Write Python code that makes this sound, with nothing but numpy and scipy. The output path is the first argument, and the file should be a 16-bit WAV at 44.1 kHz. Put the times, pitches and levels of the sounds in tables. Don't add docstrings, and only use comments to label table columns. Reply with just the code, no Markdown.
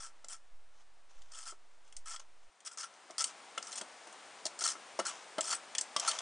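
import sys
import numpy as np
from scipy import signal
from scipy.fft import rfft, irfft
from scipy.io import wavfile
from scipy.ndimage import uniform_filter1d, map_coordinates

SR = 44100
rng = np.random.default_rng(int(sys.argv[2]) if len(sys.argv) > 2 else 0)


def wav_record(signal):
    frames = np.transpose(np.atleast_2d(signal))
    bounded = np.clip(frames, -1, 1)
    quanta = np.round(bounded * 32767).astype(np.int16)
    wavfile.write(sys.argv[1], SR, quanta)


N = 273861
T = np.arange(N) / SR

# time_s, level_db
HISS_LEVEL = [(0, -66.5), (.5, -70.5), (2.55, -68), (2.9, -60), (3.1, -59), (3.35, -55), (4.9, -53.5),
              (6.21, -53)]
# frequency_hz, gain_db
HISS_SPECTRUM = [(30, -45), (80, -16), (150, -14), (220, -7.5), (400, -3.5), (750, 3), (1350, -0.5),
                 (2000, -3), (4200, -8.5), (8700, -11), (9600, -13), (10400, -29.5), (13000, -72)]
# start_s, relative_peak_db
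ZERO_LINE_SWELLS = [(.512, -42.5), (1.153, -41.5), (1.954, -41)]
# start_s, length_s, relative_level_db, swell_from_start_to_crest_db, crest_as_share_of_length
BRUSHES = [(0.72, 0.11, -66.5, 9, 0.92), (1.092, 0.29, -70, -3, 0.38), (1.73, 0.016, -66.5, 11, 0.54),
           (1.837, 0.075, -64.5, 12, 0.57), (2.192, 0.034, -47, 23, 0.12), (2.425, 0.02, -68, 2, .2),
           (3.282, 0.029, -51.5, -1, .6), (5.076, 0.17, -45, 17, 0.046), (5.974, 0.24, -38, 9, 0.46)]
# frequency_hz, gain_db
BRUSH_SPECTRUM = [(50, -23), (150, -59), (400, -12.5), (700, 1.5), (1200, 3), (2000, -7), (3300, -2.5),
                  (4300, -8.5), (6300, -1), (10000, -19)]
# start_s, relative_peak_db, brightest_hz, low_thud_db
KNOCKS = [(0.243, -52, 1370, 2), (1.522, -50.5, 1300, -1), (3.099, -44.5, 720, 6), (3.577, -32, 1352, -6.5),
          (3.811, -41, 1430, 2), (4.07, -49, 890, 2), (4.455, -37.5, 624, -3.5), (4.618, -36, 1400, -16),
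          (4.754, -41.5, 1337, -11), (4.9905, -26.5, 635, 1), (5.001, -33, 1340, -4),
          (5.382, -29.5, 626, 0.5), (5.39, -32.5, 1310, -22), (5.963, -27, 1160, -8.5)]
# frequency_hz, level_db
TABLE_MODES = [(220, 13), (335, 13), (520, -26), (620, -10), (720, -37.5), (980, -1), (1345, 6), (1830, 12),
               (2100, 57), (2830, 44)]
# frequency_hz, gain_db
THUD_SPECTRUM = [(50, -24), (130, -20), (210, -2.5), (265, -3.5), (335, 7.5), (420, 0.5), (580, 8.5),
                 (1400, -1.5), (2800, -18.5), (4000, -9), (9000, -36)]
# start_s, peak_db, brightest_hz, hollow_body_db
CLICKS = [(0.2448, -46.5, 7570, -7.5), (0.2842, -42, 7450, -26), (1.219, -55.5, 6500, 0),
          (1.877, -66, 3470, -9), (1.9246, -52, 3100, -3), (1.9658, -40.5, 8400, -13),
          (2.1243, -45, 5440, -6), (2.1612, -42.5, 5330, 0), (2.196, -48, 6300, -16),
          (2.604, -55.5, 3180, -4), (2.6739, -39.5, 5140, -7), (2.939, -57, 6500, -8),
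          (3.1072, -47.5, 5900, -5), (3.2055, -30.5, 6220, -14), (3.2409, -26, 8100, -12),
          (3.578, -35.5, 2850, 1), (3.7267, -40, 4200, -6), (3.8124, -38, 8230, -3),
          (4.072, -52.5, 9050, -9), (4.127, -51, 9050, -8), (4.454, -31, 4450, -16),
          (4.464, -32, 4200, -11), (4.6124, -42, 6430, -6), (4.6393, -28, 4370, -29),
          (4.9905, -36.5, 5380, -12), (4.9962, -35, 2920, -9), (5.383, -37, 3030, -2),
          (5.4078, -26, 7600, -9.5), (5.7498, -33.5, 3050, 1.5), (5.7824, -25.5, 7900, -9),
          (5.8106, -28, 8230, -33), (5.9634, -26, 5290, -1), (5.9973, -27.5, 5530, -11),
          (6.062, -42, 3210, -27), (6.113, -32, 3730, 0), (6.187, -32, 6510, -1)]
# frequency_hz, gain_db
CLICK_SPECTRUM = [(50, 7), (150, -22), (500, 0.5), (1200, 3), (3300, 7.5), (5500, 24), (8300, 19.5),
                  (9600, 17.5), (10500, -1)]
# frequency_hz, width_hz, level_db
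CASE_MODES = [(2990, 30, -4), (3284, 160, 1), (5173, 34, -0.5), (5710, 100, -0.5), (6180, 190, -12),
              (6730, 99, -12), (7520, 130, 2.5), (8120, 100, 10), (8800, 340, 2)]
# frequency_hz, width_hz, level_db
SHELL_MODES = [(1833, 170, 3.5), (2100, 160, 9), (2880, 180, 6), (3310, 207, 10)]
# start_s, length_s, rasp_db, relative_spool_whirr_db, swell_from_start_to_crest_db,
# crest_as_share_of_length, ratchet_ticks_per_s_at_crest, tick_over_rasp_db
STROKES = [(0.0, 0.077, -48.5, -54.5, 6, 0.083, 91, -4), (0.283, 0.063, -49, -57, 2, .65, 70, -12),
           (1.318, 0.12, -51, -58, 2, 0.96, 63, 0.5), (1.454, 0.06, -46, -47.5, 8.5, 0.41, 48, 3),
           (2.057, 0.093, -48.5, -49.5, 2, .7, 53, -3), (2.649, 0.029, -45, -48, 6.5, 1, 110, -2),
           (2.712, 0.031, -54.5, -62, 4, 0.24, 80, -3), (2.773, 0.067, -42.5, -49, 1, 0.81, 91, -0.5),
           (3.181, 0.04, -37.5, -49, 0, 0.39, 77, 6), (3.251, 0.029, -50.5, -69, -1, .2, 48, -8),
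           (3.626, 0.093, -54, -60, -2.5, 0.6, 20, 11), (3.729, 0.072, -40.5, -63, 14, 0.8, 41, -1),
           (4.59, 0.14, -34, -37, 11.5, .52, 89, 6), (5.05, 0.04, -36.5, -38, 6.5, 0.33, 85, -9),
           (5.426, 0.099, -39.5, -47, 4.5, 0.76, 74, -1.5), (5.5, 0.052, -32.5, -32, 11, .6, 110, -12),
           (6.075, 0.021, -31, -40, 4.5, 0.44, 68, 1)]
# frequency_hz, gain_db
RASP_SPECTRUM = [(50, -45), (150, -26), (400, -16), (700, -3.5), (1200, 1), (2300, -5.5), (3200, 0),
                 (3900, -5.5), (5300, 7), (7000, 5), (8600, -1), (9700, 1.5), (10500, -15.5)]
# frequency_hz, width_hz, level_db
HUB_MODES = [(4233, 30, -11.5), (4400, 61, -1), (4470, 50, -29)]
# frequency_hz, width_hz, level_db
SPOOL_MODES = [(1070, 55, -16), (1310, 92, -7), (1348, 43, 2.5), (1634, 360, -14.5), (2160, 190, -21)]

BRUSH_ATTACK_S, BRUSH_RELEASE_T60_S = 0.0073, 0.053
KNOCK_T60_S, CLICK_T60_S = 0.069, 0.036
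RATCHET_HZ, RATCHET_BODY_DB, RATCHET_T60_S = 5700, -13.5, 0.023
STROKE_ATTACK_S, STROKE_RELEASE_T60_S, SPOOL_RELEASE_T60_S = 0.0027, 0.081, 0.17
LEFT_DB = 2.5
TOP_HZ = 10570


def undb(db):
    return 10 ** (np.asarray(db) / 20)


def unit(x):
    return x / np.sqrt(np.mean(x ** 2))


def noise():
    return rng.standard_normal(N)


def wander(size):
    once = uniform_filter1d(noise(), size=size)
    return unit(uniform_filter1d(once, size=size))


def colour(x, points):
    hz, db = np.transpose(points)
    grid = np.maximum(np.fft.rfftfreq(2048, 1 / SR), 1)
    log_gain = np.log(undb(np.interp(np.log(grid), np.log(hz), db)))
    cepstrum = irfft(log_gain)
    half = len(cepstrum) // 2
    cepstrum[1:half] *= 2
    cepstrum[half + 1:] = 0
    response = irfft(np.exp(rfft(cepstrum)))
    return signal.fftconvolve(x, response)[:len(x)]


def band(x, hz, width_hz):
    hz = min(hz, SR / 3)
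    quality = hz / np.clip(width_hz, 30, SR / 4)
    return signal.lfilter(*signal.iirpeak(hz, quality, fs=SR), x)


def ring(x, modes):
    return sum((-1) ** k * undb(db) * band(x, hz, width) for k, (hz, width, db) in enumerate(modes))


def shifting_ring(x, modes, shift_db, bend_s=0.000298):
    rung = sum(band(x * undb(db + shift_db * wander(size=600)), hz, width) for hz, width, db in modes)
    warped_time = T + bend_s * wander(size=1800)
    return unit(map_coordinates(rung, [warped_time * SR], mode="mirror"))


def fade(t, t60):
    return np.exp(-np.minimum(np.log(1000) * t / t60, 60))


def echoes(x, t60):
    t = T[:SR // 2]
    tail = rng.standard_normal(len(t)) * fade(t, t60) * (t > .002)
    return signal.fftconvolve(x, tail / np.linalg.norm(tail))[:N]


def add(out, s, sound, db):
    peak = np.sqrt(uniform_filter1d(sound ** 2, size=88).max())
    start = max(int(s * SR), 0)
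    out[start:start + len(sound)] += (sound * undb(db) / peak)[:N - start]


def arch(t, length, swell_db, crest):
    top = np.clip(crest, .05, .95) * length
    return undb(np.interp(t, [0, top, length], [-swell_db, 0, -swell_db]))


def pressure(t, length, swell_db, crest, attack_s, release_t60):
    gain = np.zeros(N)
    moving = (t >= 0) & (t < length + 2 * release_t60)
    t = t[moving]
    attack = np.clip(t / attack_s, 0, 1)
    release = fade(np.maximum(t - length, 0), release_t60)
    gain[moving] = attack * arch(t, length, swell_db, crest) * release
    return gain


def hiss():
    s, db = np.transpose(HISS_LEVEL)
    return unit(colour(noise(), HISS_SPECTRUM)) * undb(np.interp(T, s, db))


def zero_line(rest_db=-50, gain_db=-2, unsteady_db=-29):
    t = T[:SR]
    offset = undb(rest_db) * np.interp(T, [2.47, 2.5], [1, 0])
    for s, db in ZERO_LINE_SWELLS:
        swell = (1 - np.exp(-(t / .022) ** 2)) * fade(t, .55)
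        add(offset, s, swell, db + gain_db)
    unsteadiness = unit(band(wander(size=260), 28, 86))
    return offset * (1 + undb(unsteady_db) * unsteadiness)


def brushes(gain_db=-1):
    grip = undb(3 * wander(size=120))
    touch = sum(undb(db) * pressure(T - s, length, swell_db, crest, BRUSH_ATTACK_S, BRUSH_RELEASE_T60_S)
                for s, length, db, swell_db, crest in BRUSHES)
    return undb(gain_db) * unit(colour(grip * noise(), BRUSH_SPECTRUM)) * touch


def knocks(tail_db=-24, gain_db=-1):
    out, t = np.zeros(N), T[:SR // 4]
    for s, db, hz, thud_db in KNOCKS:
        swing = np.sin(2 * np.pi * hz * t) * fade(t, KNOCK_T60_S / 2)
        decay = fade(t, KNOCK_T60_S) + undb(tail_db) * fade(t, 0.53)
        thud = colour(rng.standard_normal(len(t)) * decay, THUD_SPECTRUM)
        modes = sum(undb(size_db) * np.sin(2 * np.pi * (f * t + rng.random())) * fade(t, 45 / f)
                    for f, size_db in TABLE_MODES)
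        tone = unit(colour(unit(swing) + unit(modes), THUD_SPECTRUM))
        add(out, s, tone + undb(thud_db) * unit(thud), db + gain_db)
    return out


def snap(hz, body_db, t60, focus=0.62, case_ring=0.36, grip_s=0.017):
    t = T[:SR // 12]
    attack = 1 - np.exp(-t / .0002)
    crack = colour(rng.standard_normal(len(t)) * attack * fade(t, t60), CLICK_SPECTRUM)
    brightest = band(crack, hz, hz / 14)
    bright = unit(crack) + focus * unit(brightest) + case_ring * unit(ring(crack, CASE_MODES))
    hollow = undb(body_db) * unit(ring(crack, SHELL_MODES))
    return (unit(bright) + hollow) * np.exp(-(t / grip_s) ** 2)


def clicks():
    out = np.zeros(N)
    for s, db, hz, body_db in CLICKS:
        add(out, s, snap(hz, body_db, CLICK_T60_S), db)
    return out


def ratchet(jitter=.04, spread=0.317, speed_law=0.39):
    out = np.zeros(N)
    ticks = [snap(RATCHET_HZ * np.exp(spread * c), RATCHET_BODY_DB, RATCHET_T60_S)
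             for c in rng.standard_normal(size=16)]
    for s, length, db, _, swell_db, crest, rate, tick_db in STROKES:
        t = 0
        for which, late in zip(rng.permutation(len(ticks)), rng.standard_normal(len(ticks))):
            if t < length:
                press = arch(t, length, swell_db, crest)
                add(out, s + t, ticks[which], db + tick_db + 20 * np.log10(press))
                t += np.exp(jitter * late) / (rate * press ** speed_law)
    return out


def gear_teeth(rate, jitter, scatter_db, slip_s):
    gap, size = rng.standard_normal((3000, 2)).T
    times = np.cumsum(np.exp(jitter * gap) / rate)
    times -= times[0]
    last = np.searchsorted(times, T, side="right") - 1
    push = undb(scatter_db * np.clip(size[last], -2, 2))
    return unit(push * np.exp(-(T - times[last]) / slip_s))


def strokes(peel=0.54, shift_db=3, whirr_db=-1, chirp_db=-6, hard_db=-34, patchy_db=0.4, spool_swell=1.74):
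    loudness, spin = np.zeros(N), np.zeros(N)
    for s, length, db, spool_db, swell_db, crest, _, _ in STROKES:
        loudness += undb(db) * pressure(T - s, length, swell_db, crest, STROKE_ATTACK_S, STROKE_RELEASE_T60_S)
        spin += undb(spool_db) * pressure(T - s, length, spool_swell * swell_db, crest,
                                          STROKE_ATTACK_S, SPOOL_RELEASE_T60_S)
    loudness = loudness * undb(patchy_db * wander(size=260))
    drive = peel + gear_teeth(rate=230, jitter=.5, scatter_db=-1, slip_s=0.0021)
    crackle = drive * noise() * undb(3.5 * np.clip(noise(), -2, 2))
    case = shifting_ring(crackle, CASE_MODES, shift_db)
    rasp = unit(colour(unit(crackle) + 0.65 * case, RASP_SPECTRUM))
    hardness = np.minimum(loudness / undb(hard_db), 1)
    chirp = undb(chirp_db) * hardness * shifting_ring(crackle, HUB_MODES, shift_db)
    spools = shifting_ring(drive * noise(), SPOOL_MODES, shift_db)
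    whirr = unit(band(spools, 1360, 1440))
    return (rasp + chirp) * loudness + undb(whirr_db) * whirr * spin


def scene(desk_db=-11, room_db=-23, side_db=-19):
    near = strokes() + ratchet() + clicks() + knocks() + brushes()
    desk = undb(desk_db) * echoes(near, t60=0.12)
    room = undb(room_db) * echoes(near, t60=0.25)
    mid = near + desk + room + hiss()
    side = undb(side_db) * echoes(mid, t60=0.033)
    return np.array([(mid + side) * undb(LEFT_DB / 2), (mid - side) * undb(-LEFT_DB / 2)])


def record(dry, low_hz=130, notch_hz=7860, notch_width_hz=70):
    heard = signal.sosfilt(signal.butter(2, low_hz, "high", fs=SR, output="sos"), dry)
    heard = heard - band(heard, notch_hz, notch_width_hz)
    heard = heard + zero_line()
    return signal.sosfilt(signal.ellip(8, .2, 70, TOP_HZ, fs=SR, output="sos"), heard)


dry = scene()
out = record(dry)
wav_record(out)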